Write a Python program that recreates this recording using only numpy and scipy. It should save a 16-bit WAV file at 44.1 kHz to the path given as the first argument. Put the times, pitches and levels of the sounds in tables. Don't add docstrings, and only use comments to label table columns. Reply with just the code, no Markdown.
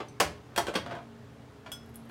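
import sys
import numpy as np
from scipy import signal
from scipy.io import wavfile
from scipy.ndimage import uniform_filter1d

SR = 44100
rng = np.random.default_rng(int(sys.argv[2]) if len(sys.argv) > 2 else 0)


def log_audio(samples):
    frames = np.atleast_2d(samples).T
    limited = np.clip(frames, -1, 1)
    pcm = np.round(limited * 32767).astype(np.int16)
    wavfile.write(sys.argv[1], SR, pcm)


def voltage_ratio(decibels):
    exponent = np.asarray(decibels, float) / 20
    return 10 ** exponent


N = 92610


def evened(x):
    return x / np.sqrt(np.mean(x ** 2) + 1e-20)


def read(points, hz):
    f, value = np.transpose(points)
    return np.interp(np.log(hz + 1), np.log(f + 1), value)


def add(mix, start_s, sound):
    part = mix[max(round(start_s * SR), 0):][:len(sound)]
    part += sound[:len(part)]


def causal(points, size=512):
    hz = np.abs(np.fft.fftfreq(4 * size, 1 / SR))
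    log_gain = read(points, hz) * np.log(10) / 20
    spectrum = np.exp(np.conj(signal.hilbert(log_gain)))
    taps = np.fft.ifft(spectrum).real[:size]
    return taps / np.linalg.norm(taps)


def ring(modes, gains_db=0, paired=False, size=6000):
    t = np.arange(size) / SR
    hz, db, t60_s = np.transpose(modes)[:, :, None]
    wave = np.sin(2 * np.pi * hz * t)
    if paired:
        pair_split, partner_db = 0.0118, -8
        wave = wave + voltage_ratio(partner_db) * np.sin(2 * np.pi * hz * (1 + pair_split) * t)
    decay_db = -60 * t / np.clip(t60_s, 0.01, 0.45)
    return (voltage_ratio(db + gains_db + decay_db) * wave).sum(0)


# frequency in Hz, level in dB per Hz.
AIR_COLOUR = [(25, -15), (50, -26), (80, 0.5), (300, -8), (800, -12), (2500, -23), (7000, -34),
              (16000, -46)]
AIR_DB, AIR_EDGE_HZ, PATCHY_DB = -53.5, 15850, 1.0


def air():
    frames, hz = N // 1024 + 5, np.fft.rfftfreq(4096, 1 / SR)
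    a, b, patches = rng.standard_normal((frames, 2049, 3)).T
    patches = uniform_filter1d(patches, size=30, axis=0)
    patches = evened(uniform_filter1d(patches, size=3, axis=1))
    level_db = read(AIR_COLOUR, hz)[:, None] + PATCHY_DB * patches
    z = (a + 1j * b) * voltage_ratio(level_db) * (hz < AIR_EDGE_HZ)[:, None]
    return voltage_ratio(AIR_DB) * evened(signal.istft(z, nperseg=4096, noverlap=3072)[1][:N])


# frequency in Hz, width in Hz, level in dB.
HUM_LINES = [(68, 21, -68), (122.2, 5.3, -55.5), (156.2, 13.5, -65.5), (229.2, 2.5, -57), (279.3, 6.5, -63),
             (413, 4, -62.5), (452, 18, -66.5)]


def hum():
    step_s = 0.005
    t, coarse_s = np.arange(N) / SR, np.arange(-1, N / SR + 0.1, step_s)
    out = np.zeros(N)
    for hz, width_hz, db in HUM_LINES:
        r = np.exp(-np.pi * width_hz * step_s)
        u, v = rng.standard_normal((2, len(coarse_s)))
        slow = signal.lfilter([1], [1, -2 * r, r * r], u + 1j * v)
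        slow = np.interp(t, coarse_s, 1.3 + slow / np.abs(slow).mean())
        out += voltage_ratio(db) * evened((slow * np.exp(2j * np.pi * hz * t)).real)
    return out


# frequency in Hz, t60 in seconds.
ROOM_DECAY = [(100, 0.79), (400, 0.4), (1500, 0.33), (4000, 0.34), (9000, 0.26), (15000, 0.21)]
PREDELAY_S = 0.004
EARLY_GAIN, EARLY_S = 1.44, 0.022


def room(x):
    taps = np.zeros(SR // 3)
    at = np.arange(400, SR // 3 - 20, 20)
    at = at + rng.integers(0, 20, len(at))
    taps[at] = rng.choice([-1., 1.], len(at))
    hz, t, z = signal.stft(taps, SR, nperseg=256)
    z = z * voltage_ratio(-60 * t / read(ROOM_DECAY, hz)[:, None])
    tail = signal.istft(z, SR, nperseg=256)[1][400:]
    tail = tail * (1 + EARLY_GAIN * np.exp(-np.arange(len(tail)) / SR / EARLY_S))
    delay = np.zeros(round(PREDELAY_S * SR))
    return signal.oaconvolve(x, np.r_[delay, tail / np.linalg.norm(tail)])[:N]


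# start in seconds, level in dB, pitch in Hz.
BOOM_EVENTS = [
    (0.211, -43, 87.4),
    (0.586, -50.5, 77.3),
    (0.76, -49, 109),
    (1.669, -60, 68.5),
]
BOOM_RISE_S, BOOM_T60_S = 0.07, 0.3


def booms():
    out, t = np.zeros(N), np.arange(SR // 2) / SR
    shape = (1 - np.exp(-t / BOOM_RISE_S)) ** 2 * voltage_ratio(-60 * t / BOOM_T60_S)
    shape = shape / shape.max()
    for start_s, db, hz in BOOM_EVENTS:
        tone = np.sin(2 * np.pi * hz * t) + 0.81 * np.sin(2 * np.pi * hz * 0.763 * t + 0.9)
        add(out, start_s, voltage_ratio(db) * tone * shape)
    return out


# frequency in Hz, level in dB, t60 in seconds.
BEAD_MODES = [(5835, -32, 0.13), (7420, -13, .025), (8450, -7, 0.036), (10000, -3, 0.055), (11400, -1, .02),
              (12450, -4, .035), (13700, -4, .035), (15400, -12, .015)]
BEAD_SCATTER_DB, BEAD_DETUNE, RATTLE_S = 2.0, 0.015, 0.0022


def jingle(db):
    scatter, detune = rng.standard_normal((2, len(BEAD_MODES), 1))
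    pitch = 1 + BEAD_DETUNE * detune * (db < -56)
    modes = np.array(BEAD_MODES) * np.c_[pitch, np.ones((len(BEAD_MODES), 2))]
    rattle = rng.standard_normal(300) * np.exp(-np.arange(300) / SR / RATTLE_S)
    tone = ring(modes, BEAD_SCATTER_DB * scatter, paired=True, size=3000)
    return voltage_ratio(db) * signal.fftconvolve(tone, rattle / np.linalg.norm(rattle))


# start in seconds, level in dB.
JINGLE_EVENTS = [(1.76, -69), (1.833, -69), (1.8595, -68), (1.891, -67), (1.901, -70), (1.942, -62),
                 (1.9565, -46), (2.035, -74), (2.053, -67), (2.063, -73), (2.091, -65)]


def bracelet():
    out = np.zeros(N)
    for start_s, db in JINGLE_EVENTS:
        add(out, start_s, jingle(db))
    return out


CUP_MODE_HZ = [1416, 2950, 3346, 3353, 5211, 6030, 6821, 7413, 8250, 9900, 10300, 11500, 12400, 14560]
# level in dB, t60 in seconds.
CUP_MODES = [(-13.5, 0.45), (-5, .04), (-4.5, 0.15), (-3.5, 0.24), (-8, .28), (-10.5, 0.16), (-11.5, 0.1),
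             (-7, 0.047), (-5.5, .12), (-2, 0.017), (-12, .08), (-6, 0.054), (-14, .05), (-13, .07)]
# start in seconds, level in dB.
CUP_EVENTS = [
    (1.718, -40.5),
    (1.946, -67.5),
]


def cup():
    out = np.zeros(N)
    for start_s, db in CUP_EVENTS:
        add(out, start_s, voltage_ratio(db) * ring(np.c_[CUP_MODE_HZ, CUP_MODES], paired=True, size=12000))
    return out


# frequency in Hz, level in dB, t60 in seconds.
LID_MODES = [(4470, -5.5, 0.041), (5890, -4, 0.13), (6170, -1, 0.085), (8170, -7, 0.13), (8300, -18, .05),
             (9400, -12, .08), (10800, -13, .06), (13200, -23, .05)]
# start in seconds, level in dB.
LID_EVENTS = [
    (0.085, -54),
    (0.204, -36),
]


def lid():
    out = np.zeros(N)
    for start_s, db in LID_EVENTS:
        add(out, start_s, voltage_ratio(db) * ring(LID_MODES, paired=True))
    return out


# frequency in Hz, level in dB.
CONTACT_COLOUR = [(100, -8), (300, 1.5), (700, 4.5), (2000, 0.5), (4500, -5), (9000, -7.5), (16000, -17.5)]
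FAVOUR_LIFT_DB, FAVOUR_WIDTH_OCT, SOFT_HZ = 2.5, 0.46, 3030


def crack(dull_db_per_oct, favoured_hz):
    hz = np.geomspace(100, 16000, num=24)
    lift_db = FAVOUR_LIFT_DB * np.exp(-(np.log2(hz / favoured_hz) / FAVOUR_WIDTH_OCT) ** 2)
    dull_db = dull_db_per_oct * np.log2(1 + (hz / SOFT_HZ) ** 2) / 2
    return causal(np.c_[hz, read(CONTACT_COLOUR, hz) + lift_db + dull_db])


# frequency in Hz, level in dB, t60 in seconds.
COUNTER_MODES = [(168.6, -3.5, 0.07), (294.3, -6, 0.18), (381, -5.5, 0.046), (585, 2, 0.034),
                 (700, -2, 0.094), (1030, -10.5, 0.041), (1175, 0.5, 0.013), (1485, 0.5, 0.037),
                 (1680, -12.5, 0.039), (1950, -10, 0.01), (2270, -5, 0.01), (2877, -11.5, 0.017),
                 (3200, -2.5, 0.014)]
FAVOUR_DB_PER_OCT = -6.0


def counter(favoured_hz):
    away_oct = np.abs(np.log2(np.transpose(COUNTER_MODES)[0] / favoured_hz))[:, None]
    scatter_db = 0.5 * rng.standard_normal(away_oct.shape)
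    body = ring(COUNTER_MODES, FAVOUR_DB_PER_OCT * away_oct + scatter_db, size=2400)
    return body / np.linalg.norm(body)


GRIT_PER_S, GRIT_SPREAD_DB = 2300, 3.0
DRAG_DULL_DB_PER_OCT, DRAG_HZ, DRAG_RING_DB = -20, 900, 4


def drag(curve):
    start_s, db = np.transpose(curve)
    size = SR // 4
    t = start_s[0] + np.arange(size) / SR
    clicks = rng.random(size) < GRIT_PER_S / SR
    click_db = rng.exponential(1, size) * GRIT_SPREAD_DB
    grit = evened(clicks * voltage_ratio(click_db) * rng.choice([-1., 1.], size))
    body = voltage_ratio(DRAG_RING_DB) * counter(DRAG_HZ)
    add(body, 0, crack(DRAG_DULL_DB_PER_OCT, DRAG_HZ))
    return signal.fftconvolve(grit * voltage_ratio(np.interp(t, start_s, db, right=-120)), body)


# time in seconds, level in dB.
DRAG_CURVES = [
    [(0.50, -77), (0.535, -62), (0.562, -64), (0.57, -73)],
    [(0.85, -62), (0.885, -57), (0.92, -46), (0.97, -53), (1.005, -62.5), (1.02, -68)],
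]


def drags(tracks):
    for track, curve in zip(tracks, DRAG_CURVES):
        add(track, curve[0][0], drag(curve))


CLICKS_PER_S, SEAT_S, FIRST_CLICK = 9000, 0.005, 0.26
RING_DB, BLOW_S, BOUNCE_S, BOUNCE_GAIN = -6, 0.002518, 0.0052, 0.51


def knock(db, dull_db_per_oct, favoured_hz, chatter_s):
    t = np.arange(4000) / SR
    chance, size = rng.random((2, 4000))
    shape = (FIRST_CLICK + 1 - np.exp(-t / SEAT_S)) * np.exp(-t / max(chatter_s, 0.0005))
    clicks = (chance < CLICKS_PER_S / SR) * (2 * size - 1) * shape
    crackle = signal.fftconvolve(clicks, crack(dull_db_per_oct, favoured_hz))[:4000]
    sound = crackle / np.linalg.norm(crackle)
    body = voltage_ratio(RING_DB) * counter(favoured_hz)
    add(sound, BLOW_S, body)
    add(sound, BLOW_S + BOUNCE_S, BOUNCE_GAIN * body)
    return voltage_ratio(db) * sound / np.sqrt(np.mean(sound[:400] ** 2))


# start in seconds, level in dB, dullness in dB per octave,
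# favoured ring in Hz, chatter in seconds.
KNOCK_EVENTS = [(0.002, -35.5, -14.5, 700, 0.0045), (0.2005, -22.5, 0, 337, 0.0041),
                (0.203, -23, -2, 2160, 0.0034), (0.562, -34, 1, 2900, 0.0025),
                (0.577, -23, -1.5, 1000, 0.0045), (0.668, -35.5, -6, 1190, 0.0037),
                (0.682, -31.5, -8.5, 700, 0.0044), (0.739, -37.5, -4, 1170, .004),
                (0.7515, -31.5, -11, 3200, 0.0057), (0.756, -26.5, -7, 1390, 0.0028),
                (0.862, -40, -11, 1175, 0.0027), (0.911, -42, -10.5, 900, 0.0055),
                (0.952, -47, -8, 1200, 0.001), (1.6605, -44.5, -11, 2200, 0.0085),
                (1.718, -46, 8.5, 9500, .004), (2.095, -52, -6, 2600, 0.0037)]


def knocks(tracks):
    for k, (start_s, *contact) in enumerate(KNOCK_EVENTS):
        add(tracks[k % len(tracks)], start_s, knock(*contact))


def scene():
    low_cut_hz, hit_room_db, ring_room_db = 110, -1, -8
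    hits = np.zeros((3, N))
    knocks(hits)
    drags(hits)
    hits = signal.lfilter(*signal.butter(2, low_cut_hz, "high", fs=SR), hits)
    rings = lid() + cup() + bracelet()
    hit_echoes = voltage_ratio(hit_room_db) * sum(room(hit) for hit in hits)
    ring_echoes = voltage_ratio(ring_room_db) * room(rings)
    mix = hits.sum(0) + rings + booms() + hit_echoes + ring_echoes + air() + hum()
    return mix[None]


def roll_off(x):
    return signal.sosfilt(signal.butter(12, 16770, fs=SR, output="sos"), x)


def record(dry):
    edge_hz = 16450
    low_pass = signal.firwin(511, edge_hz, window=("kaiser", 9), fs=SR)
    mix = signal.oaconvolve(dry, low_pass[None], "same")
    return roll_off(mix)


dry = scene()
out = record(dry)
log_audio(out)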